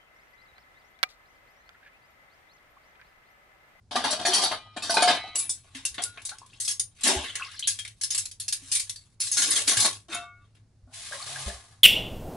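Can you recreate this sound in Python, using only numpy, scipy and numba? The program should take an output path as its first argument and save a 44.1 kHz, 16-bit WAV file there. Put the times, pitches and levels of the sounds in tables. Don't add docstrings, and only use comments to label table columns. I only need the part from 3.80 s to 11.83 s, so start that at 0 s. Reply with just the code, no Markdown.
import sys
import numpy as np
from scipy import signal
from scipy.fft import rfft, irfft, next_fast_len
from scipy.io import wavfile
from scipy.ndimage import uniform_filter1d
from numba import njit

SR = 44100
rng = np.random.default_rng(int(sys.argv[2]) if len(sys.argv) > 2 else 0)


def gain_from_db(level_db):
    decades = np.asarray(level_db, float) / 20
    return 10 ** decades


def store_wav(level_fs):
    pcm = np.round(np.clip(np.atleast_2d(level_fs), -1, 1) * 32767)
    wavfile.write(sys.argv[1], SR, pcm.T.astype(np.int16))


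N = 354194
T = np.arange(N) / SR

# (lowest [Hz], highest [Hz])
EDGES_HZ = [(4000, 11800), (1600, 4000), (200, 1600)]
# (frequency [Hz], level [dB], t60 [s])
SPOON_MODES = [(2350, -14, .25), (2650, -10, .2), (3300, -10, .12), (3660, -8, .16), (4300, -8, .17),
               (5130, -12, .2), (5400, -12, .15), (6070, -11, .22), (6470, -6, .12), (7050, -8, .22),
               (7235, -7, .2), (7770, 0, .16), (8059, -6, .24), (8930, -11, .25), (9200, -3, .22),
               (9880, -8, .1), (10330, -3, .24), (10460, -6, .28), (11000, -5, .16)]
# (frequency [Hz], level [dB per Hz])
CRACK_COLOUR = [(320, -7.5), (450, -12), (720, -9), (1110, -8), (1310, -12.5), (10600, -9), (11500, -20)]


def unit(x):
    return x / np.sqrt(np.mean(x ** 2))


def colour(x, points):
    hz, db = np.transpose(points)
    size = next_fast_len(x.shape[-1])
    f = np.maximum(np.arange(size // 2 + 1) * SR / size, 1)
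    gain = gain_from_db(np.interp(np.log(f), np.log(hz), db))
    return irfft(rfft(x, size) * gain, size)[..., :x.shape[-1]]


def wide_noise(points, size=N):
    # (frequency [Hz], level [dB])
    side_db = [(60, -12), (250, -10), (1000, -7.5), (2000, -5.5), (4000, -3), (10000, -2.5)]
    mid, side = colour(rng.standard_normal((2, size)), points)
    side = colour(side, side_db)
    return unit(np.array([mid + side, mid - side]))


def ring(x, hz, t60):
    r = np.exp(-np.log(1000) / (np.clip(t60, .01, .9) * SR))
    w = 2 * np.pi * hz / SR
    return signal.lfilter([0, r * np.sin(w)], [1, -2 * r * np.cos(w), r * r], x)


def cabin():
    # (frequency [Hz], level [dB per Hz])
    air = [(15, -43), (25, -9), (114, -15), (265, -22.5), (325, -27.5), (3110, -45), (4810, -41.5),
           (10600, -48), (11500, -56.5), (15000, -105)]
    hum = unit(ring(rng.standard_normal(N), 103, 0.25))
    return gain_from_db(-65) * wide_noise(air) + gain_from_db(-59) * hum


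def struck(hits, bass_db, slope):
    return [(s, db, weight, bass_db + slope * weight, t60) for s, db, weight, t60 in hits]


def rubbed(curve, middle_db, bass_db, middle_slope, bass_slope):
    return [(s, db, middle_db + middle_slope * (db + 43), bass_db + bass_slope * (db + 43.5))
            for s, db in curve]


def band_db(rows):
    return rows[:, 1] + np.array([0 * rows[:, 1], rows[:, 2], rows[:, 3]])


def rub_gain(rub, t):
    rows = np.array(rub)
    return np.array([gain_from_db(np.interp(t, rows[:, 0], db, -140, -140)) for db in band_db(rows)])


def grit(size, rate, spread_db, t60):
    strength = gain_from_db(spread_db * np.minimum(rng.exponential(size=size), 3))
    blows = (rng.random(size) < rate / SR) * strength
    flicker = signal.lfilter([1], [1, -np.exp(-np.log(1000) / (t60 * SR))], blows)
    return unit(blows) * np.sign(rng.standard_normal(size)), unit(flicker)


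def patchy(x):
    z = signal.stft(x, nperseg=512)[2]
    patch_hz, patch_s = 260, .045
    walk = rng.standard_normal(z.shape[1:])
    walk = uniform_filter1d(walk, int(patch_hz * 512 / SR), axis=0)
    walk = uniform_filter1d(walk, int(patch_s * SR / 256), axis=1)
    return signal.istft(z * gain_from_db(3.5 * unit(walk)), nperseg=512)[1][:, :x.shape[1]]


def three_bands(points, modes, size):
    lifts = [(hz * (1 + k * 0.028), (6 + 0.082 * db) * (k == 0)) for hz, db, _ in modes for k in (-1, 0, 1)]
    hiss = colour(wide_noise(points, size), sorted(lifts) or [(1, 0)])
    if modes:
        hiss = patchy(hiss)
    filters = [signal.butter(4, edges, "band", fs=SR, output="sos") for edges in EDGES_HZ]
    return np.array([unit(signal.sosfilt(sos, hiss)) for sos in filters])


@njit
def add(out, at, hz, t60, size):
    for k in range(len(at)):
        z, p = size[k] + 0j, np.exp(2j * np.pi * hz[k] / SR - np.log(1000) / (t60[k] * SR))
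        for i in range(at[k], min(len(out), at[k] + int(t60[k] * SR))):
            out[i] += z.imag
            z *= p


def nearest(free_hz, own_hz):
    near = own_hz[np.abs(np.log(free_hz[:, None] / own_hz)).argmin(axis=1)]
    return np.where(np.abs(np.log(free_hz / near)) < .07, near * (free_hz / near) ** .15, free_hz)


def handled(hits, rub, modes, noise, crack_db, clink_db, ring_db, rub_db, sing_db, rise_s, free,
            held_s=9., place_db=4.0):
    rows, (hz, db, t60) = np.array(hits), np.transpose(modes)
    first = int(SR * min(rub[0][0], hits[0][0])) - SR // 100
    last = int(SR * max(rub[-1][0], hits[-1][0])) + SR // 3
    now, t = T[first:last], T[:SR // 3]
    at = (rows[:, 0] * SR).astype(int) - first
    gain, slide = gain_from_db(band_db(rows)), rub_gain(rub, now)
    crack_t60, t60 = np.clip(rows[:, 4], .01, .4), np.clip(free * t60, .02, .9)

    blows, flicker = grit(len(now), 500, 3.0, .05)
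    envelope = gain_from_db(rub_db) * slide * flicker
    for i, g, fall in zip(at, gain.T, crack_t60):
        crack = (1 - np.exp(-t / rise_s)) * gain_from_db(-60 * t / fall)
        envelope[:, i:i + len(t)] += gain_from_db(crack_db) * g[:, None] * crack

    band = (hz < EDGES_HZ[0][0]) * 1 + (hz < EDGES_HZ[1][0])
    place = rng.standard_normal((len(at), 2, len(hz)))
    size = gain_from_db(ring_db + db + place_db * place[:, 0]) * gain[band].T
    mode_hz = hz * (1 + 0.0027 * place[:, 1])
    tones = np.zeros(len(now))
    add(tones, at.repeat(len(hz)), mode_hz.ravel(), np.tile(t60, len(at)), size.ravel())
    for f, d, fall, b in zip(hz, db, t60, band):
        tones += gain_from_db(sing_db + d) * ring(slide[b] * blows + 1e-12, f, fall)
    tones *= np.clip((held_s - now) / 0.024, 0, 1)

    for (lo, hi), g in zip(EDGES_HZ, gain):
        u = rng.random((len(at), 4, 16))
        start = at[:, None] + (.014 * SR * u[:, 3]).astype(int)
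        size = gain_from_db(clink_db - 26 * u[:, 2]) * g[:, None]
        lowest = max(lo, 520)
        clink_hz = nearest(lowest * (hi / lowest) ** u[:, 0].ravel(), hz)
        clink_t60 = crack_t60[:, None] * (0.3 + 0.55 * u[:, 1])
        add(tones, start.ravel(), clink_hz, clink_t60.ravel(), size.ravel())

    out = np.zeros((2, N))
    out[:, first:last] = (noise[..., :len(now)] * envelope[:, None]).sum(axis=0) + tones
    return out


def china():
    # (time [s], treble peak [dB], weight = middle over treble [dB], crack t60 [s])
    hits = [(0.1131, -31, -17.5, 0.11), (0.1556, -11.5, 2, 0.12), (0.2401, -16, 2.5, 0.17),
            (0.3071, -8.5, -31, 0.1), (0.3251, -8.5, -3.5, 0.038), (0.411, -29, -16, 0.11),
            (0.451, -7, -6.5, 0.24), (0.5334, -6, -14, 0.28), (0.616, -13, -31, 0.19),
            (0.6374, -17, -26, 0.13), (0.7123, -24, 7, 0.16), (0.964, -24, 4.5, 0.1),
            (1.0226, -20, -11.5, 0.48), (1.096, -9, -7.5, 0.15), (1.1418, -9.5, -21, 0.058),
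            (1.1692, -12, 6.5, 0.033), (1.2208, 0.5, -5.5, 0.051), (1.274, -14.5, 5, 0.18),
            (1.2994, -9, 5, 0.018)]
    # (time [s], level [dB])
    rub = [(.11, -41.5), (.45, -42), (0.637, -35), (0.851, -75), (.955, -78), (1.05, -44.5), (1.29, -28.5),
           (1.39, -50), (1.56, -72)]
    # (frequency [Hz], level [dB], t60 [s])
    modes = [(255, -28.5, 0.24), (350, -11, 0.13), (557, -15, 0.2), (628, -5, 0.13), (714, 0, 0.15),
             (904, -4, 0.12), (1033, -4, 0.082), (1191, -3, 0.083), (1361, -5, 0.1), (1543, 0, 0.05),
             (2423, -15, 0.3), (2990, -15, 0.4), (3160, -3, 0.08), (3250, -14.5, 0.4), (3650, -6.5, 0.06),
             (3930, -18, 0.4), (4400, -9.5, 0.26), (4470, 6.5, 0.08), (4640, -16, 0.3), (5100, 0, .06),
             (5860, -5.5, .07)]
    # (frequency [Hz], level [dB per Hz])
    body = [(270, -9.5), (460, -18.5), (690, -5), (950, -6), (1170, -13), (2100, -22), (4500, -13),
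            (7400, -19), (10600, -17.5), (11500, -38)]
    noise = three_bands(body, modes, size=3 * SR)
    return handled(struck(hits, 0.6, 1.42), rubbed(rub, 6.0, 3.1, -0.27, -0.25), modes, noise,
                   crack_db=-15.0, clink_db=-16.0, ring_db=-29.5, rub_db=-3.5, sing_db=-33.0,
                   rise_s=0.0055, free=0.8)


def pings():
    # (time [s], frequency [Hz], level [dB], t60 [s])
    china_pings = [(0.113, 600, -43, 0.22), (0.1556, 748, -18.5, 0.21), (0.24, 1652, -27.5, 0.1),
                   (0.24, 3386, -27, 0.12), (0.24, 3700, -32, 0.25), (0.24, 4660, -30.5, 0.15),
                   (0.3071, 638, -32, 0.27), (0.3071, 4420, -33.5, 0.19), (0.3251, 612, -27, 0.11),
                   (0.411, 700, -29.5, 0.09), (0.451, 704, -25.5, 0.3), (0.451, 2410, -29, 0.21),
                   (0.451, 3550, -33, 0.1), (0.5334, 3203, -18.5, 0.25), (0.5334, 4510, -28, 0.25),
                   (0.5334, 5787, -25, 0.16), (0.616, 4710, -23, 0.07), (0.6374, 747, -21.5, 0.24),
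                   (0.6374, 4527, -21.5, 0.22), (0.6374, 6600, -32, 0.07), (0.6374, 10615, -23, 0.086),
                   (0.7123, 907, -38, 0.11), (0.964, 726, -32.5, 0.09), (1.0226, 2610, -33.5, 0.14),
                   (1.0226, 3700, -32.5, 0.1), (1.0226, 7186, -37.5, 0.07), (1.096, 681, -23.5, 0.21),
                   (1.096, 1530, -22, 0.1), (1.096, 4600, -25.5, 0.13), (1.096, 5738, -29.5, 0.25),
                   (1.1418, 906, -23.5, 0.12), (1.1418, 4340, -31.5, 0.19), (1.1418, 8979, -27, 0.12),
                   (1.1418, 10400, -29.5, 0.11), (1.1692, 900, -20.5, 0.25), (1.1692, 1539, -17, 0.2),
                   (1.1692, 2460, -17.5, 0.13), (1.224, 719, -11.5, 0.25), (1.2795, 910, -27, 0.36),
                   (1.1692, 4070, -20, 0.054), (1.2795, 4900, -23.5, 0.17), (1.2994, 3620, -20.5, 0.19),
                   (1.2994, 3900, -30, 0.14)]
    # (time [s], frequency [Hz], level [dB], t60 [s])
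    spoon_pings = [(1.5558, 2853, -28.5, 0.072), (1.5558, 7784, -17, 0.14), (1.5558, 10379, -33, 0.3),
                   (1.575, 7219, -40.5, 0.21), (1.575, 10379, -22.5, 0.36), (1.5885, 7224, -25, 0.1),
                   (1.5885, 7751, -25, 0.033), (1.5885, 10309, -25, 0.23), (1.6941, 7741, -27, 0.14),
                   (1.6941, 3530, -41.5, 0.16), (1.6941, 9210, -18, 0.072), (2.0512, 2767, -24.5, 0.073),
                   (2.0512, 10427, -20, 0.069), (2.1803, 1539, -34, 0.07), (2.2194, 10400, -36, 0.16),
                   (2.2369, 10416, -20.5, 0.038), (2.4514, 8058, -32, 0.09), (2.4514, 9210, -27.5, 0.052),
                   (2.8484, 5103, -37.1, 0.27), (2.8484, 7811, -35, 0.33), (2.8484, 11057, -31.5, 0.06),
                   (2.8775, 3326, -30.5, 0.17), (2.8775, 5194, -44, 0.11), (2.8775, 6481, -29, 0.21),
                   (2.91, 9162, -33, 0.07), (2.91, 10960, -24.5, 0.047), (2.9958, 9205, -23, 0.11),
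                   (3.8722, 10976, -33, 0.07), (3.988, 3235, -32, 0.14), (4.2117, 6433, -39, 0.3),
                   (4.2343, 10115, -21.5, 0.066), (4.325, 5221, -26, 0.067), (4.5993, 4403, -36, 0.1),
                   (4.5993, 10933, -32, 0.12), (4.9153, 9226, -28, 0.16), (4.9515, 9189, -18, 0.1),
                   (5.159, 4505, -39, 0.1), (5.402, 5200, -28.5, 0.15), (5.402, 10411, -21.5, 0.11),
                   (5.5151, 6508, -26, 0.27), (5.5151, 9173, -35.5, 0.25), (5.5151, 10217, -17.5, 0.16),
                   (5.5697, 1426, -32.5, 0.33), (5.5697, 3994, -27.5, 0.13), (5.5697, 10922, -26.5, 0.09),
                   (5.6174, 6519, -26, 0.25), (5.6174, 10384, -24.5, 0.14), (5.7052, 9549, -16, 0.072),
                   (5.7052, 10944, -19, 0.053), (5.9691, 9485, -19, 0.057)]
    s, hz, db, t60 = np.transpose(list(china_pings) + list(spoon_pings))
    t60, level_db = np.clip(t60, .02, .5), db - 1.5
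    out = np.zeros(N)
    add(out, (s * SR).astype(int), hz, t60, gain_from_db(level_db))
    beside_hz = hz * (1 + 0.0068 * rng.standard_normal(len(s)))
    add(out, ((s + 0.0034) * SR).astype(int), beside_hz, t60, gain_from_db(level_db - 7.5))
    return out


def thuds():
    # (time [s], peak [dB], frequency [Hz])
    knocks = [(.156, -27, 250), (.243, -31, 270), (0.482, -23, 370), (1.95, -36, 266), (2.107, -42, 63.3),
              (3.24, -29, 250), (3.288, -24, 385), (3.322, -28, 255), (3.345, -24, 375), (3.362, -24, 72),
              (4.82, -48, 270), (5.676, -37, 313), (5.878, -35, 301), (5.97, -28, 110), (6.05, -36, 320),
              (6.29, -38, 330), (7.028, -41.5, 58.33), (7.07, -50, 250), (7.661, -22.5, 62),
              (7.665, -36, 200), (7.67, -42, 390), (7.74, -38, 62)]
    out = np.zeros(N)
    for s, db, hz in knocks:
        i = int(s * SR)
        t = T[:min(SR // 2, N - i)]
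        envelope = gain_from_db(db - 60 * t / .17) * (1 - np.exp(-t / 0.0033)) ** 2
        out[i:i + len(t)] += envelope * np.sin(2 * np.pi * hz * t)
    return out


def clanks():
    # (time [s], damped at [s], [(frequency [Hz], level [dB])])
    blows = [
        (.712, .97, [(1240, -47), (1970, -53), (2406, -49), (2977, -53), (3203, -49), (3978, -49)]),
        (1.3, 1.57, [(1249, -45), (1497, -50), (1976, -41), (2056, -39), (2207, -43), (2433, -47), (2616, -40), (2982, -41), (3160, -37), (3930, -37), (4037, -40), (4640, -54)]),
        (1.6, 1.71, [(2347, -50), (3666, -47)]),
        (2.25, 2.36, [(1430, -46), (3900, -54)]),
        (3.241, 3.53, [(3000, -40), (2727, -41), (3300, -42)]),
    ]
    touch_s = .03
    out = np.zeros(N)
    for s, until, partials in blows:
        hz, db = np.transpose(partials)
        i, end_s = int(s * SR), until + touch_s
        now = T[i:int(end_s * SR)]
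        tones = np.zeros(len(now))
        for detune, share in ((1, 1), (1.004, 0.4)):
            add(tones, np.zeros(len(hz), int), detune * hz, 0.9 + 0 * hz, share * gain_from_db(db))
        out[i:i + len(now)] += tones * np.clip((end_s - now) / touch_s, 0, 1)
    return out


def drops():
    # (time [s], peak [dB], frequency [Hz])
    single = [(1.44, -33, 721), (2.372, -42.5, 1495), (2.38, -33, 2355), (2.19, -33, 690),
              (2.5166, -35, 1446), (2.52, -45, 790), (2.617, -39, 957), (2.7322, -41.5, 2600),
              (3.4955, -38, 2790), (3.555, -28, 1870), (3.5975, -30, 1390), (3.6094, -35, 1037),
              (3.6225, -22.5, 2520), (3.6494, -31, 4700), (3.8253, -21, 3070), (3.8394, -28.5, 3380),
              (7.312, -43, 576), (7.3226, -27, 1560), (7.334, -36, 962), (7.3996, -37.5, 1106),
              (7.426, -26.5, 4170), (7.559, -30.5, 1585), (7.679, -34.5, 570), (7.6989, -32.5, 1674)]
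    # (from [s], to [s],
    # lowest [Hz], highest [Hz], level [dB])
    clouds = [(2.37, 2.406, 1238, 3040, -56), (2.694, 2.786, 3010, 7950, -50),
              (3.244, 3.382, 237.3, 295.5, -44.5), (3.26, 3.417, 521, 993, -30.5),
              (3.302, 3.512, 2595, 3450, -30), (3.548, 3.752, 1012, 2580, -41.5),
              (3.553, 3.797, 2590, 5800, -35.5), (3.824, 3.867, 2650, 4520, -30),
              (7.066, 7.249, 599, 1520, -59), (7.295, 7.734, 514, 2240, -42.5),
              (7.299, 7.76, 508, 1790, -45)]
    rows = list(single)
    for s, db, hz in single:
        u = rng.random((4, 3))
        rows += zip(s + 0.022 * u[:, 0], db - 7.5 - 8 * u[:, 1], hz * (1 + 0.155 * (2 * u[:, 2] - .7)))
    for s0, s1, lo, hi, db in clouds:
        u = rng.random((45, 3))
        rows += zip(s0 + (s1 - s0) * u[:, 0], db - 14 * u[:, 1], lo * (hi / lo) ** u[:, 2])
    out, t = np.zeros(N), T[:SR // 12]
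    for s, db, hz in rows:
        i = int(s * SR)
        chirp = np.sin(2 * np.pi * hz * t * (1 + 0.00279 * hz * t))
        envelope = np.exp(-t * hz / 11) * (1 - np.exp(-t / 0.00034))
        out[i:i + len(t)] += gain_from_db(db) * chirp * envelope
    return out


def steel_noise():
    return three_bands(CRACK_COLOUR, [*SPOON_MODES, (1105, 32, 0), (1406, 0, 0)], size=3 * SR)


def spoons(steel):
    # (time [s], treble peak [dB], weight = middle over treble [dB], crack t60 [s])
    contacts = [(1.5558, -12, -26, 0.05), (1.5885, -19, -33, 0.13), (1.6941, -20, -38, 0.15),
                (1.948, -32.5, 5, 0.22), (2.0512, -11.5, -23, 0.12), (2.1427, -29.5, -3.5, 0.079),
                (2.1803, -41.5, 22.5, 0.12), (2.2194, -18, -25, 0.11), (2.2369, -1, -28, 0.013),
                (2.3734, -50, 24, 0.029), (2.4179, -32.5, -22, 0.054), (2.4514, -19, -20, 0.13),
                (2.491, -21.5, -7.5, 0.063), (2.5838, -20.5, -11, 0.015), (2.6613, -39.5, -12, 0.056),
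                (2.8001, -15, -21.5, 0.22), (2.8484, -14, -23, 0.066), (2.8775, -11, -13, 0.15),
                (2.91, -15.5, -19, 0.059), (2.9958, -6.5, -18.5, 0.048)]
    # (time [s], level [dB])
    curve = [(1.55, -41), (1.84, -61.5), (2.28, -54), (3.15, -68.5)]
    hits, rub = struck(contacts, -24.0, 1.87), rubbed(curve, 4.0, 0.97, 0.26, 0.25)
    loose = handled(hits[:3], rub[:2], SPOON_MODES, steel, crack_db=-6.5, clink_db=-16.5, ring_db=-34,
                    rub_db=-10.5, sing_db=-33.5, rise_s=0.0014, free=0.93, place_db=-6.5)
    gripped = handled(hits[3:], rub[1:], SPOON_MODES, steel, crack_db=-11.0, clink_db=-23.5, ring_db=-60.0,
                      rub_db=-6.0, sing_db=-57.0, rise_s=0.0012, free=0.52)
    return loose + gripped


def rinse(steel):
    # (time [s], treble peak [dB], weight = middle over treble [dB], crack t60 [s])
    rinse_hits = [(3.2086, -31, -40, 0.072), (3.2335, -14.5, -14.5, 0.37), (3.27, -17, -9, 0.24),
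                  (3.5533, -16, -11, 0.044), (3.7144, -39, -1, 0.057), (3.792, -16.5, -13.5, 0.035),
                  (3.8722, -11.5, -15.5, 0.17), (3.988, -21.5, -4.5, 0.068), (4.0492, -29.5, 3, 0.042),
                  (4.0759, -30.5, -4, 0.045)]
    # (time [s], treble peak [dB], crack t60 [s])
    wipe_hits = [(4.2118, -18.5, 0.083), (4.2341, -14, 0.07), (4.304, -17, 0.12), (4.3466, -11, 0.045),
                 (4.377, -12.5, 0.1), (4.4546, -14, 0.027), (4.5125, -25, 0.047), (4.5983, -23.5, 0.14),
                 (4.6805, -12, 0.057), (4.724, -10, 0.066), (4.9154, -14.5, 0.24), (4.9495, -14.5, 0.094),
                 (4.9952, -15, 0.065), (5.0945, -13, 0.036), (5.159, -26.5, 0.035)]
    # (time [s], level [dB])
    splash = [(3.15, -64), (3.27, -42.5), (3.42, -48.5), (3.75, -56.5), (4.14, -61)]
    # (time [s], level [dB])
    wipe = [(4.15, -72), (4.36, -40), (4.55, -70), (4.88, -45.5), (5.35, -69.5)]
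    wiped = [(s, db, -16.5, t60) for s, db, t60 in wipe_hits]
    hits = struck([*rinse_hits, *wiped], -60, 3.6)
    rub = rubbed(splash, 15.0, 12.0, 1.0, 2.14) + rubbed(wipe, -7.0, -20.5, -0.062, -0.19)
    return handled(hits, rub, SPOON_MODES, steel, crack_db=-6.5, clink_db=-16.5, ring_db=-46.5,
                   rub_db=-2.2, sing_db=-41.0, rise_s=0.0017, free=0.66)


def pile(steel):
    # (time [s], treble peak [dB], weight = middle over treble [dB], crack t60 [s])
    hits = [(5.402, -14.5, -16, 0.51), (5.4675, -18, -14, 0.068), (5.5151, -15, -16, 0.33),
            (5.5697, -7, -12.5, 0.17), (5.6174, -12.5, -9, 0.2), (5.7052, -10, -18, 0.16),
            (5.7545, -11, -8.5, 0.16), (5.8192, -33, -21.5, 0.04), (5.875, -10, -10, 0.18),
            (5.9691, -2, -9, 0.055), (5.9997, -4.5, -28.5, 0.15), (6.041, -23, -14, 0.035)]
    # (time [s], level [dB])
    rub = [(5.398, -50), (5.56, -48), (5.58, -29.5), (5.779, -25), (5.866, -42), (5.878, -21.5),
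           (5.96, -31), (6.052, -19.5), (6.27, -74.5)]
    return handled(struck(hits, -2.5, 7.1), rubbed(rub, -8.0, -13, 0.027, 0.077), SPOON_MODES, steel,
                   crack_db=-12.5, clink_db=-16.5, ring_db=-44.5, rub_db=-2.5, sing_db=-58.0,
                   rise_s=0.0041, free=0.76)


def mug(steel):
    # (time [s], treble peak [dB], weight = middle over treble [dB], crack t60 [s])
    hits = [
        (6.291, -39.5, -1, 0.44),
        (6.3444, -15.5, -9.5, 0.036),
    ]
    # (time [s], level [dB])
    rub = [(6.284, -41), (6.292, -47), (6.336, -23.5), (6.53, -80.5), (6.63, -67), (6.7, -74),
           (6.745, -76.5), (6.753, -51), (6.85, -88.5)]
    # (frequency [Hz], level [dB], t60 [s])
    modes = [(700, 2, .3), (1163, 1, .65), (1346, 4, .3), (1432, 7, .5), (1497, -1, .25), (1852, -8, .2),
             (2202, -7, .8), (2659, 6, .17), (3171, -4, .2), (3660, 4, .14), (4183, -12, .18),
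             (5141, -12, .14), (6821, -9, .13), (7634, -11, .13)]
    return handled(struck(hits, -2.0, 0.79), rubbed(rub, 2.8, -2.5, -0.05, -0.25), modes, steel,
                   crack_db=-37, clink_db=-8.5, ring_db=-21.5, rub_db=-14.0, sing_db=-42.0,
                   rise_s=0.0027, free=1.0, held_s=6.665, place_db=1.5)


def tap():
    # (time [s], level [dB])
    flow = [(7.065, -84), (7.107, -73.5), (7.145, -44), (7.62, -40), (7.72, -42), (7.79, -55), (7.9, -62.5),
            (7.92, -62), (8.03, -76.5)]
    now = T[7 * SR:]
    fill_db_per_s = 22
    stream = [(s, db, -5.5, -22 + fill_db_per_s * (s - flow[1][0])) for s, db in flow]
    fizz = rub_gain(stream, now) * grit(len(now), 2400, 6.9, 0.053)[1]
    noise = three_bands([(420, -16), *CRACK_COLOUR[2:]], [], size=len(now))
    out = np.zeros((2, N))
    out[:, 7 * SR:] = (noise * fizz[:, None]).sum(axis=0)
    return out


def pump():
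    # (time [s], level [dB])
    load = [
        (7.38, -71),
        (7.45, -56),
        (7.64, -43.5),
        (7.68, -66),
    ]
    db = np.interp(T, *np.transpose(load), -140, -140)
    hz = 135 - 0.2 * (db - db.max())
    return gain_from_db(db) * np.sin(2 * np.pi * np.cumsum(hz) / SR)


def walls(x, t60, wet_db):
    t = T[:SR // 4]
    tail = wide_noise([(100, 0.82), (10000, -0.82)], size=len(t)) * gain_from_db(-60. * t / t60) * (t > .0015)
    return signal.oaconvolve(x, gain_from_db(wet_db) * unit(tail) / np.sqrt(len(t)), axes=1)[:, :N]


def scene():
    steel = steel_noise()
    near = china() + pings() + clanks() + drops() + spoons(steel) + rinse(steel)
    near += pile(steel) + mug(steel) + tap()
    near = signal.sosfilt(signal.butter(3, 185, "high", fs=SR, output="sos"), near)
    left_right = gain_from_db([[.8], [-.8]])
    return (near + walls(near, 0.15, -3.5)) * left_right + thuds() + pump() + cabin()


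def top_cut(x):
    return signal.sosfilt(signal.butter(12, 12410, fs=SR, output="sos"), x)


def record(dry):
    soft = np.tanh(1.287 * dry) / 1.399
    finished = signal.sosfilt(signal.ellip(8, .2, 60, 11050, fs=SR, output="sos"), soft)
    return top_cut(finished)


dry = scene()
out = record(dry)
store_wav(out)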